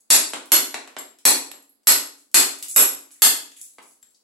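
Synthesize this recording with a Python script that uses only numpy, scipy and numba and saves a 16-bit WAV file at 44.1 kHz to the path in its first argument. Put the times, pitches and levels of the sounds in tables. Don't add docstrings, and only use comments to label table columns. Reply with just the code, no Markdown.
import sys
import numpy as np
from scipy import signal
from scipy.fft import rfft, irfft
from scipy.io import wavfile
from scipy.ndimage import uniform_filter1d, minimum_filter1d
from numba import njit

SR = 44100
rng = np.random.default_rng(int(sys.argv[2]) if len(sys.argv) > 2 else 0)


def wav_out(sig):
    wavfile.write(sys.argv[1], SR, np.round(np.clip(np.atleast_2d(sig).T, -1, 1) * 32767).astype(np.int16))


def decibels_to_gain(level_db):
    exponent = np.asarray(level_db, float) / 20
    return 10 ** exponent


N = 186919
SIZE = 24576

# f/Hz, spectrum level/dB
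AIR_SPECTRUM = [(120, -37.5), (200, 10), (2960, -10.5), (4350, -4.5), (5040, -2), (5520, -15),
                (15100, -9.5), (16000, 4)]
AIR_DB = -77

# f/Hz, time to fall 60 dB/s
PASSAGE_DECAY = [(100, .6), (200, .42), (300, 0.5), (700, 0.43), (1840, 0.39), (4850, 0.4), (12800, 0.31)]
PASSAGE_DB, PASSAGE_RISE_S = -25.5, 0.00033
ALIKE_HZ = 534
BLOOM_CYCLES = 2.6
BOOM_HZ = [276, 296, 258]
BOOM_DB = [-29, -33, -35]
BOOM_T60_S = 0.7

EVEN, EVEN_BELOW_HZ = 0.45, 1500

# start t/s, peak level/dB, time to fall 60 dB/s
GRIT_SHOWERS = [
    (0.001, -37.5, 0.05),
    (2.17, -40, 0.1569),
    (2.628, -24, 0.0004),
    (2.683, -24, 0.62),
    (3.108, -38, .25),
    (3.561, -33, .3),
    (3.61, -35, .3),
    (3.815, -42, .3),
    (3.87, -45, .3),
    (4.141, -55, .16),
]
# f/Hz, width/Hz, boost level/dB
GRIT_RINGS = [(6700, 1500, 5), (10300, 1200, 5)]
GRIT_RISE_S = 0.006

# t/s, peak level/dB, pitch above 250 Hz/octave, left minus right level/dB
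LUMPS = [
    (0.334, -13.5, 1.26, -5),
    (0.743, -11, 1.9673, 3.5),
    (0.876, -28.5, 2, 0),
    (0.966, -17, 1.43, -5.5),
    (1.189, -48, 3.5, -3),
    (1.515, -28, 2.9, -17),
    (1.539, -34, 0.9, 3),
    (3.784, -28, 1.4, -1.5),
    (4.028, -43.5, 3.274, -3),
]
# t/s, peak level/dB, pitch above 250 Hz/octave
FLAKES = [
    (1.121, -50, 3.2),
    (3.154, -46, 3),
    (3.564, -37, 3.6),
    (3.589, -43, 3.1),
    (3.785, -33, 2.05),
    (3.79, -39, 3.35),
    (4.145, -44, 4.3),
]
# t/s, peak level/dB, pitch above 250 Hz/octave
CHIPS = [(0.335, -14, 3), (0.457, -32.5, 5.9), (0.884, -37, 2.2), (0.985, -23.5, 3.8), (1.008, -37.5, 2.4),
         (1.187, -39, 4.4), (1.624, -41, 5.9), (1.833, -55, 3.9), (2.195, -56, 3.9), (2.205, -44, 5.1),
         (2.216, -48.5, 5.1), (2.246, -59, 5.1), (2.315, -44, 5.1), (2.587, -28, 5.9), (2.626, -15.5, 4.75),
         (2.644, -37, 2.3), (2.684, -19.5, 5.6), (3.019, -41, 5.9), (3.107, -39.5, 3.3),
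         (3.141, -42.5, 5.8), (3.196, -48.5, 4.65), (3.518, -35, 4), (3.645, -34, 6.462), (3.7, -45, 5.1),
         (3.736, -46, 5.1), (3.827, -38, 5.1), (3.91, -44, 5.1), (4.018, -52.5, 5.1), (4.107, -48, 5.785)]
LUMP_SPREAD, FLAKE_SPREAD, CHIP_SPREAD = 3.27, 0.51, 2.7
LUMP_DIRECT_DB, FLAKE_DIRECT_DB, CHIP_DIRECT_DB = 1.5, -6, -1.5

# t/s, peak level/dB, high ring over low ring level/dB
TOUCHES = [
    (0.3338, -30.5, -4),
    (0.8744, -39.5, -2),
    (0.9867, -20, 0),
    (1.514, -25, 1),
    (1.6242, -43.5, 0.5),
    (1.6927, -44, 17),
    (2.2677, -61, 2),
    (4.0271, -36.5, 0),
]
TOUCH_SHANK_HZ, TOUCH_SHANK_DB = 4250, -6

# t/s, crack level/dB, steel ring level/dB, wall thump level/dB, thump pitch above 250 Hz/octave
BLOWS = [
    (0.1036, -9, -6.5, -4.5, 2.4),
    (0.519, -13.5, 1.6, 2, 2.5),
    (1.2529, -12, -0.5, 0.7, 1.66),
    (1.8712, -12, 2.5, -4, 2.43),
    (2.3434, -10.5, -0.16, -0.8, 2.62),
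    (2.762, -11, 5, -0.3, 2.24),
    (3.22, -11, 3.5, -8, 2.4),
]
# f/Hz, level/dB
FREE_RING = [
    (4560, 5),
    (4242, 10),
    (4433, 10),
    (4400, -4),
    (4300, 2),
    (4400, -4),
    (4300, 3),
]
FREE_RING_WIDTH_HZ = 35
# f/Hz, width/Hz, level/dB
STEEL = [(7830, 56, -12), (8000, 110, -22.5), (10190, 750, -15.5), (10660, 46, -1), (11350, 140, 9),
         (10510, 120, -1.5), (13500, 300, 2), (14550, 130, 8), (15300, 120, 0)]
# f/Hz, width/Hz, level/dB
SHANK = [(1510, 27, -9), (3190, 240, 4), (4220, 80, -0.5), (4457, 75, 3.5), (5230, 77, -13.5)]
# f/Hz, width/Hz, level/dB
WALL = [(326.59, 82, 10.5), (387, 46, 14), (663.4, 170, -3.5)]
CRACK_TOP_HZ = 12100

# f/Hz, width/Hz, boost level/dB
PORTS = [(7710, 870, 12.5), (10670, 1700, 9.5)]
SHELF_HZ, SHELF_DB = 12150, -5.5
LOW_CUT_HZ, TOP_CUT_HZ = 204.6, 15900
LIMIT_DB, RATIO, RELEASE_S = -2, 8, 0.0037
WARP_DB, WARP_TOP_HZ, WARP_POWER = -28, 153, 0.8
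# lower f/Hz, bins a band, frames averaged, share of all power level/dB
STARVE = [(12000, 8, 2, -30), (2700, 3, 4, -31.5)]
STARVE_ABOVE_DB = -43


def peak(f, hz, width):
    return 1 / (1 + 1j * (f ** 2 - hz ** 2) / (np.maximum(f, 1) * max(width, 1)))


def body(f, modes):
    return sum((-1) ** k * decibels_to_gain(db) * peak(f, hz, width) for k, (hz, width, db) in enumerate(modes))


def burst(response, length_s):
    contact = rng.standard_normal(SIZE) * np.exp(-np.arange(SIZE) / (length_s * SR))
    push = rfft(contact)
    f = np.fft.rfftfreq(SIZE, 1 / SR)
    even = EVEN + (1 - EVEN) / (1 + (f / EVEN_BELOW_HZ) ** 4)
    size = np.abs(push)
    colour = (size / size.mean()) ** (1 - even)
    sound = irfft(push / size * colour * response)[:SIZE // 3]
    return sound / np.sqrt(np.sum(sound ** 2))


def add(out, s, sound):
    i = int(s * SR)
    sound = sound[:, :N - i]
    out[:, i:i + sound.shape[1]] += sound


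def passage(dry, pan_db=0, direct_db=0):
    t, f = np.arange(SIZE) / SR, np.fft.rfftfreq(SIZE, 1 / SR)
    mid, side = rfft(rng.standard_normal((2, SIZE)))
    apart = f / np.hypot(f, ALIKE_HZ)
    noise = (mid + apart * side * np.array([[1], [-1]])) / np.hypot(1, apart)
    hz, t60 = np.transpose(PASSAGE_DECAY)
    tail = 0
    for k in range(len(hz)):
        share = np.interp(np.log(f + 1), np.log(hz), np.arange(len(hz)) == k)
        bloom = 1 - np.exp(-t * hz[k] / BLOOM_CYCLES)
        tail = tail + irfft(noise * share) * decibels_to_gain(-60 * t / t60[k]) * bloom
    standing = decibels_to_gain(np.array(BOOM_DB)) @ np.sin(2 * np.pi * np.outer(BOOM_HZ, t))
    tail = tail + decibels_to_gain(-60 * t / BOOM_T60_S) * standing
    tail = decibels_to_gain(PASSAGE_DB) * tail * (1 - np.exp(-t / PASSAGE_RISE_S))
    tail[:, 0] = decibels_to_gain(direct_db + np.array([pan_db, -pan_db]) / 2)
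    return signal.fftconvolve(dry[None], tail, axes=1)


def air():
    f = np.fft.rfftfreq(N, 1 / SR)
    hz, db = np.transpose(AIR_SPECTRUM)
    shape = decibels_to_gain(np.interp(np.log(f + 1), np.log(hz), db))
    hiss = irfft(rfft(rng.standard_normal((2, N))) * shape, N)
    return decibels_to_gain(AIR_DB + 10.5) * hiss / hiss.std()


def grit():
    t, level = np.arange(N) / SR, np.zeros(N)
    for s, db, t60 in GRIT_SHOWERS:
        since = np.maximum(t - s, 0)
        level += decibels_to_gain(db - 60 * since / t60) * np.minimum(since / GRIT_RISE_S, 1)
    chance, f = rng.random((3, N)), np.fft.rfftfreq(N, 1 / SR)
    falls = chance[0] < 700 / SR
    size = decibels_to_gain(-3.4 * np.log(1 - chance[2]))
    grains = falls * np.sign(chance[1] - 0.5) * size
    rings = 1 + sum((decibels_to_gain(db) - 1) * peak(f, hz, width) for hz, width, db in GRIT_RINGS)
    grains = irfft(rfft(grains) * rings * peak(f, 9500, 15000) ** 2, N)
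    return decibels_to_gain(-17.5) * level * grains / grains.std()


def debris(out, f):
    kinds = [(LUMPS, LUMP_SPREAD, LUMP_DIRECT_DB),
             (FLAKES, FLAKE_SPREAD, FLAKE_DIRECT_DB),
             (CHIPS, CHIP_SPREAD, CHIP_DIRECT_DB)]
    for pieces, spread, direct_db in kinds:
        for s, db, octaves, *pan_db in pieces:
            hz = min(250 * 2 ** octaves, 15000)
            response = peak(f, hz, hz * max(spread, 0.2)) ** 2
            click = decibels_to_gain(db + 7.0) * burst(response, 0.0012 + 1.0 / hz)
            add(out, s, passage(click, *pan_db, direct_db=direct_db))


def touches(out, f):
    for s, db, tilt_db in TOUCHES:
        shank, low, high = levels = decibels_to_gain(np.array([TOUCH_SHANK_DB, -tilt_db / 2, tilt_db / 2]))
        rings = shank * peak(f, TOUCH_SHANK_HZ, 60) + low * peak(f, 7520, 130) + high * peak(f, 11400, 190)
        gain = decibels_to_gain(db) * np.linalg.norm(levels)
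        add(out, s, passage(gain * burst(rings, 0.002)))


def hammer(out, f):
    for (s, crack_db, ring_db, thump_db, octaves), (free_hz, free_db) in zip(BLOWS, FREE_RING):
        detune = f * (1 + 0.002 * rng.standard_normal())
        thump_hz = 250 * 2 ** octaves
        bends = [(hz, width, db + 1.5 * rng.standard_normal()) for hz, width, db in SHANK]
        crack = peak(f, 4980, 16000) / np.hypot(1, (f / CRACK_TOP_HZ) ** 5)
        parts = [(28, crack),
                 (24.5 + ring_db, body(detune, STEEL)),
                 (20.5, body(detune, bends)),
                 (8.5 + free_db, peak(f, free_hz, FREE_RING_WIDTH_HZ)),
                 (15.0 + thump_db, peak(f, thump_hz, 0.9 * thump_hz)),
                 (9.0 + thump_db, body(f, WALL))]
        response = sum(decibels_to_gain(db) * part / np.linalg.norm(part) for db, part in parts)
        gain = decibels_to_gain(crack_db) * np.linalg.norm(response)
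        add(out, s, passage(gain * burst(response, 0.0022)))


def scene():
    out, f = air(), np.fft.rfftfreq(SIZE, 1 / SR)
    out += passage(grit())[:, :N]
    debris(out, f)
    touches(out, f)
    hammer(out, f)
    return out


@njit
def squeeze(size, top, ratio, release):
    gain, e = np.ones(len(size)), 0.
    for i in range(len(size)):
        e = size[i] if size[i] > e else e + (size[i] - e) * release
        if e > top:
            gain[i] = (top / e) ** (1 - 1 / ratio)
    return gain


def starve(x):
    f, _, z = signal.stft(x, SR, nperseg=1024)
    power = np.sum(np.abs(z[:, :504]) ** 2, axis=0)
    total = power.sum(axis=0) + 1e-18
    for hz, bins, frames, db in STARVE:
        share = power.reshape(-1, bins, len(total)).sum(axis=1) / total
        weak = uniform_filter1d(share, size=frames, axis=1) < decibels_to_gain(2 * db)
        weak &= total > decibels_to_gain(2 * STARVE_ABOVE_DB)
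        top = np.inf if hz > 7000 else 6500
        in_range = (f[:504] > hz) & (f[:504] < top)
        z[:, :504] *= 1 - np.repeat(weak, bins, axis=0) * in_range[:, None]
    return signal.istft(z, SR, nperseg=1024)[1][:, :N]


def top_cut(x):
    return signal.sosfilt(signal.butter(12, 16650, fs=SR, output="sos"), x)


def record(dry):
    f = np.fft.rfftfreq(N, 1 / SR)
    ports = np.array([1 + (decibels_to_gain(db) - 1) * peak(f, hz, width) for hz, width, db in PORTS])
    shelf = decibels_to_gain(SHELF_DB / (1 + (SHELF_HZ / (f + 1)) ** 20))
    top = 1 / np.sqrt(1 + (f / TOP_CUT_HZ) ** 600)
    x = irfft(rfft(dry) * ports * shelf * top, N)
    x = signal.sosfilt(signal.butter(10, LOW_CUT_HZ, "high", fs=SR, output="sos"), x)
    gain = squeeze(np.abs(x).max(axis=0), decibels_to_gain(LIMIT_DB), 1. * RATIO, 1 / (RELEASE_S * SR))
    x = x * uniform_filter1d(minimum_filter1d(gain, size=88), size=44)
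    rumble_band = signal.butter(2, [55, WARP_TOP_HZ], "band", fs=SR, output="sos")
    rumble = signal.sosfilt(rumble_band, np.abs(x) ** WARP_POWER)
    hum_band = signal.butter(2, 120, fs=SR, output="sos")
    hum = decibels_to_gain(-73.5) * signal.sosfilt(hum_band, rng.standard_normal((2, N)))
    mix = np.clip(starve(x + decibels_to_gain(WARP_DB) * rumble + hum), -1, 1)
    return top_cut(mix)


dry = scene()
out = record(dry)
wav_out(out)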